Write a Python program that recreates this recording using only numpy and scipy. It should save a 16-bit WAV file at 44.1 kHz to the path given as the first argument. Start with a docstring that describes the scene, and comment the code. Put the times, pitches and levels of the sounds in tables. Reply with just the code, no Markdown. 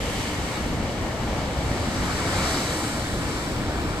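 """Sea surf at the foot of a rocky cliff, heard from high above on a hand-held phone.
From the start, gusts rumble on the microphones while white water churns and waves wash over the rocks.
Around 2.5 s the largest wave breaks over the rumble of heavy swell; the phone swings seaward.
The wind eases and smaller waves follow, their foam hissing on as a dense cloud of bursting bubbles."""
import sys
import numpy as np
from scipy import signal
from scipy.fft import rfft, irfft
from scipy.io import wavfile
from scipy.ndimage import uniform_filter1d

SR = 44100
rng = np.random.default_rng(int(sys.argv[2]) if len(sys.argv) > 2 else 0)


def digitize_waveform(pressure):
    """Quantize a signal to 16-bit integers and store it at the path in sys.argv[1].

    Rows of a 2-D input are taken as channels; values are limited to [-1, 1].
    """
    field = np.atleast_2d(pressure).T
    bounded = np.clip(field, -1, 1)
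    quanta = np.round(bounded * 32767).astype(np.int16)
    wavfile.write(sys.argv[1], SR, quanta)


N = 176400

# waves over the ledges: crest_s, rise_s, fall_s, churn_db, wash_db, foam_db, hiss_db, spray_db
WAVES = [(.2, 0.26, 0.16, -35, -38.5, -37.5, -39.7, -42), (.55, 0.13, 0.12, -41, -38, -41.5, -43, -45),
         (.96, 0.32, 0.54, -35.5, -46, -53, -60, -61), (1.38, 0.092, 0.11, -35, -47, -42, -45.5, -54),
         (1.73, 0.15, 0.19, -34.5, -45, -43, -45, -48.5), (2.12, 0.24, .15, -37.5, -36, -41, -39.5, -43),
         (2.35, 0.16, 0.23, -32.5, -32, -39.5, -37.5, -42),
         (2.5, 0.15, 0.23, -36.5, -35.5, -37.5, -34.5, -37.5),
         (2.77, 0.083, 0.31, -38.5, -38.5, -43, -40, -39.5), (3.38, 0.24, 0.15, -42, -44, -44.5, -44, -44),
         (3.78, .14, 0.43, -39, -49, -59, -55, -54)]
# swells of the low end: crest_s, half_length_s, level_db
ROCK_SURGES = [(0.423, .06, -36.5), (0.73, 0.075, -29), (0.843, 0.044, -38), (1.254, 0.3, -36.5),
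               (1.868, 0.17, -32.5), (2.04, 0.075, -31.5), (2.22, 0.1, -37), (2.39, 0.14, -33),
               (2.72, .17, -36.5), (2.963, .06, -34.5), (3.245, 0.12, -33.5), (3.61, 0.056, -31),
               (3.87, 0.14, -34)]
HOLLOW_SWELLS = [(1.05, .06, -38), (2.25, 0.15, -40.5), (2.59, 0.05, -32.5), (2.8, 0.056, -32.5),
                 (3.28, .12, -39.5), (3.57, 0.092, -35.5), (3.8, 0.074, -36)]  # slight swells in the surf's hollow low rumble near 300 Hz
WIND_GUSTS = [(0.05, 0.063, -29), (0.206, 0.065, -32), (0.417, 0.044, -29), (0.67, 0.042, -26.5),
              (0.8, 0.11, -30.5), (1.033, 0.037, -28.5), (1.333, 0.12, -30.5), (1.647, 0.085, -27.5),
              (1.824, .05, -30), (2.016, 0.06, -30.5), (2.156, 0.048, -31.5), (2.367, 0.098, -31),
              (2.773, .04, -43), (3.174, 0.063, -33.5), (3.6, 0.087, -37), (3.746, 0.096, -34.5),
              (3.888, .07, -33)]
# tone colour of each layer of water and wind: frequency_hz, gain_db
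CHURN_EQ = [(200, -5.5), (370, -4.5), (520, -0.5), (680, -3), (830, -4), (1050, -10.5), (1700, -35),
            (5000, -74)]
WASH_EQ = [(500, -20), (850, -3), (1300, 0.5), (1550, -2.5), (1800, -1.5), (2000, -5.5), (2250, -2.5),
           (2650, -14.5), (4000, -18), (9000, -46)]
FOAM_EQ = [(1200, -15), (1900, 3), (2350, 1), (2720, 1.5), (3080, 2), (3450, 0), (4000, -6), (5500, -19),
           (9000, -50)]
HISS_EQ = [(2900, -32), (3500, -5.5), (4000, 0), (4350, -2), (4700, -0.5), (5000, -3), (5400, -1),
           (6200, -6.5), (7500, -7.5), (14000, -58)]
SPRAY_EQ = [(3500, -30), (6200, -5.5), (7400, -.3), (8400, .2), (9300, -1.5), (10000, -4), (11000, -7),
            (12000, -10.5), (13000, -14.5), (14000, -19.5), (15500, -29)]
SURGE_EQ = [(60, -38), (110, -1), (155, -0.5), (210, -0.5), (260, -3), (330, -7.5), (500, -19), (1200, -63)]
HOLLOW_EQ = [(170, -33), (250, -3.5), (305, 3), (350, -4), (410, -12), (600, -37.5)]
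WIND_EQ = [(12, -20), (25, -8.5), (40, -3), (60, 1), (105, -3), (150, -11), (260, -35.5), (600, -64)]
# flicker as bubble patches come and go, gentlest in the fizz: frequency_hz, spread_db
FLICKER_DEPTH = [(400, 0.9), (2000, 0.8), (4500, 0.5), (9000, 0.35)]
# the phone's turn from cliff to open sea: time_s, seaward_fraction
SEAWARD_TURN = [(0, 0), (1.5, 0.2), (2.6, 0.27), (3.1, 0.84), (4, 1)]
# stereo image at either end of the turn: frequency_hz, likeness_fraction, left_lead_rad
CLIFF_IMAGE = [(60, .95, 0), (350, .935, .15), (750, .85, .15), (1100, .7, .15), (1420, .25, .2),
               (1600, .5, -2.1), (1820, .38, -.8), (2020, .25, -1.8), (2280, .48, .4), (2520, .27, 2),
               (2700, .3, 4.3), (2880, .56, 6.1), (3100, .62, 7.3), (3280, .3, 8), (3650, .35, 7.5),
               (4200, .3, 6.7), (4420, .4, 6.1), (4620, .64, 6.8), (4950, .27, 8), (5200, .3, 9.3),
               (5420, .52, 10.3), (6000, .42, 10.3), (6350, .2, 12.8), (6550, .5, 14), (6800, .6, 14.3),
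               (7800, .92, 14.3), (8800, .84, 14.3), (12000, .88, 14.3)]
SEA_IMAGE = [(60, .95, 0), (350, .935, -.1), (750, .8, -.4), (1100, .78, -.4), (1350, .64, -1.1),
             (1640, .88, -1.7), (1900, .58, -1.1), (2120, .35, -1.7), (2400, .15, 1.2), (2620, .5, 3.5),
             (2800, .33, 4.5), (2950, .1, 2.4), (3250, .25, 2.9), (3550, .18, 3.3), (3900, .42, 5.7),
             (4200, .6, 6.4), (4700, .48, 7), (5000, .3, 8.6), (5200, .45, 9.9), (5420, .62, 10.9),
             (5800, .42, 10.4), (6100, .15, 9.3), (6500, .35, 7.4), (6800, .4, 7.6), (7800, .9, 7.6),
             (8800, .84, 7.6), (12000, .88, 7.6)]
# lean of the stereo image: frequency_hz, left_minus_right_db
STEREO_BALANCE = [(60, .5), (200, 0.5), (380, 0.2), (700, 2), (1300, 3.5), (2000, 2.5), (2500, 2.5),
                  (4300, 1), (5100, 0), (5950, -3.5), (7200, 0.5), (9000, -0.5)]
# colour shift over the turn: frequency_hz, end_minus_start_db
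TURN_EQ = [(90, 4), (130, 3), (200, -3), (350, 2.5), (520, .5), (750, 1.5), (1200, 1.5), (1500, 5.5),
           (2000, -1), (2400, 2), (2850, -2.5), (3400, 1.5), (4200, 1.5), (5200, 3), (6200, -2),
           (8000, 2.5), (11000, -1.5)]

# steady bed of each layer between swells
CHURN_DB, WASH_DB, FOAM_DB, HISS_DB, SPRAY_DB = -35, -37, -42, -43.5, -49.5
SURGE_DB, HOLLOW_DB, WIND_DB = -36, -40.5, -36.5
BUBBLES_PER_S, BUBBLE_SPREAD_DB, BUBBLE_SHARE = 9000, 3.0, 0.19
DROPS_PER_S, DROP_SHARE = 3300, .12
PATCHES_PER_S = 20
BREAK_S, BREAK_HALF_S, BREAK_FOCUS = 2.63, .45, 0.59
TREBLE_FROM_HZ, TREBLE_LAG_S = 6800, .000252


def white_water():
    """The body of the surf: clouds of large bubbles churn below as each wave washes over the ledges."""
    churn = stereo_layer(turbulence, CHURN_EQ) * wave_fader(CHURN_DB, column=3)
    wash = stereo_layer(bubbles, WASH_EQ) * wave_fader(WASH_DB, column=4)
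    return churn * pan(.4, -0.43) + wash * pan(0.55, -.6)


def foam():
    """The top end: foam fizzes on the rocks, thin sheets of water hiss and fine spray patters back."""
    fizz = stereo_layer(bubbles, FOAM_EQ) * wave_fader(FOAM_DB, column=5)
    hiss = stereo_layer(bubbles, HISS_EQ) * wave_fader(HISS_DB, column=6)
    spray = stereo_layer(drops, SPRAY_EQ) * wave_fader(SPRAY_DB, column=7)
    return (fizz + hiss) * pan(-1.3, 1.2) + spray


def bubbles():
    """Countless tiny bursts, a few larger than the rest, merge into a hiss."""
    bursts = (rng.random(N) < BUBBLES_PER_S / SR) * np.sign(turbulence())
    size = undb(BUBBLE_SPREAD_DB * np.minimum(rng.exponential(size=N), 2 * np.pi))
    return np.sqrt(BUBBLE_SHARE) * unit(bursts * size) + np.sqrt(1 - BUBBLE_SHARE) * turbulence()


def drops():
    """Separate droplets tick through the hiss of the bubbles."""
    ticks = (rng.random(N) < DROPS_PER_S / SR) * turbulence()
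    return np.sqrt(DROP_SHARE) * unit(ticks) + np.sqrt(1 - DROP_SHARE) * bubbles()


def bubble_patches(surf):
    """Patches of bubbles of one size come and go, so every quarter octave flickers on its own."""
    spectrum, flickering = faded_spectrum(surf), 0
    centres_hz = 400 * 2 ** (np.arange(21) / 4)
    for hz in centres_hz:
        band = irfft(spectrum * np.interp(bin_hz(), centres_hz, 1. * (centres_hz == hz)), N)
        spread_db = np.interp(hz, *np.array(FLICKER_DEPTH).T)
        flickering = flickering + band * undb(spread_db * wander(PATCHES_PER_S))
    return flickering


def heavy_swell():
    """The weight under the surf: water surges against the rock, and a hollow rumble swells slightly."""
    return rumble(SURGE_EQ, SURGE_DB, ROCK_SURGES) + rumble(HOLLOW_EQ, HOLLOW_DB, HOLLOW_SWELLS)


def wind():
    """Gusts buffet the microphones with a deep rumble."""
    return rumble(WIND_EQ, WIND_DB, WIND_GUSTS)


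def rumble(eq, bed_db, swells):
    """Low turbulence, levelled to an even roll, then pushed up in symmetrical swells."""
    roll = stereo_layer(turbulence, eq)
    power = uniform_filter1d(np.mean(roll ** 2, axis=0), int(.16 * SR))
    return roll / np.sqrt(power) * fader(bed_db, [(s, half, half, db) for s, half, db in swells])


def turbulence():
    """Random pressure: white noise."""
    return rng.standard_normal(N)


def wave_fader(bed_db, column):
    """Gain of one surf layer, riding the waves at the levels in its column."""
    return fader(bed_db, np.array(WAVES)[:, [0, 1, 2, column]])


def fader(bed_db, swells):
    """Gain of a steady bed plus bell-shaped swells, added in power."""
    t = np.arange(N) / SR
    power = undb(bed_db) ** 2
    for crest_s, rise_s, fall_s, level_db in swells:
        width_s = np.where(t < crest_s, rise_s, fall_s)
        power = power + undb(level_db) ** 2 * np.exp(-((t - crest_s) / width_s) ** 2)
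    return np.sqrt(power)


def stereo_layer(texture, eq):
    """A texture spread wide and coloured, as the two turning microphones hear it; rms 1."""
    hz, t, (right, unrelated) = signal.stft(np.array([texture(), texture()]), SR, nperseg=1024)
    seaward = np.interp(t, *np.array(SEAWARD_TURN).T)
    alike = (1 - seaward) * likeness(CLIFF_IMAGE, hz) + seaward * likeness(SEA_IMAGE, hz)
    # the largest wave breaks in one spot, so both microphones hear it more alike
    focus = BREAK_FOCUS * np.exp(-((t - BREAK_S) / BREAK_HALF_S) ** 2)
    alike = alike / np.abs(alike) ** focus
    left = alike * right + np.sqrt(np.maximum(1 - np.abs(alike) ** 2, 0)) * unrelated
    pair = signal.istft(np.array([left, right]))[1][:, :N]
    balance = undb(np.array([[1], [-1]]) * eq_curve(STEREO_BALANCE) / 2)
    return unit(irfft(rfft(pair) * balance * undb(eq_curve(eq)), N))


def likeness(image, hz):
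    """Complex coherence of the microphones; in the treble the left one simply hears the surf late."""
    points_hz, alike, lead_rad = np.array(image).T
    treble_rad = -2 * np.pi * hz * TREBLE_LAG_S
    phase = np.where(hz < TREBLE_FROM_HZ, np.interp(hz, points_hz, lead_rad), treble_rad)
    return (np.interp(hz, points_hz, alike) * np.exp(1j * phase))[:, None]


def pan(start_db, end_db):
    """Stereo gains for a slow drift, left minus right, as the phone turns from the cliff."""
    pan_db = np.linspace(start_db, end_db, N)
    return undb(np.array([pan_db, -pan_db]) / 2)


def wander(steps_per_s):
    """Slow modulation: random steps, smoothed twice; rms 1."""
    hold = int(SR / steps_per_s)
    steps = rng.standard_normal(N)[np.arange(N) // hold]
    return unit(uniform_filter1d(uniform_filter1d(steps, hold), hold))


def faded_spectrum(sound, fade_s=.004):
    """Spectrum of a sound with a short fade at each end."""
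    return rfft(sound * signal.windows.tukey(N, 2 * fade_s * SR / N))


def eq_curve(points):
    """Decibels at every bin, joining the points over log frequency."""
    hz, db = np.array(points).T
    return np.interp(np.log(bin_hz()), np.log(hz), db)


def bin_hz():
    """Frequency of every spectral bin, at least 1 Hz."""
    return np.maximum(np.arange(N // 2 + 1) * SR / N, 1)


def undb(db):
    """Decibels to gain."""
    return 10 ** (np.asarray(db) / 20)


def unit(x):
    """Scale to rms 1."""
    return x / np.sqrt(np.mean(x ** 2))


def scene():
    """The full mix, from rumble to spray, crossfading between two colours as the phone turns."""
    mix = faded_spectrum(wind() + heavy_swell() + bubble_patches(white_water() + foam()))
    shift = undb(eq_curve(TURN_EQ) / 2)
    crossfade = np.linspace(0, 1, N)
    return (1 - crossfade) * irfft(mix / shift, N) + crossfade * irfft(mix * shift, N)


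def record(dry):
    """The phone cuts the top steeply above 15.2 kHz."""
    return signal.sosfilt(signal.ellip(10, .1, 80, 15200, fs=SR, output="sos"), dry)


dry = scene()
out = record(dry)
digitize_waveform(out)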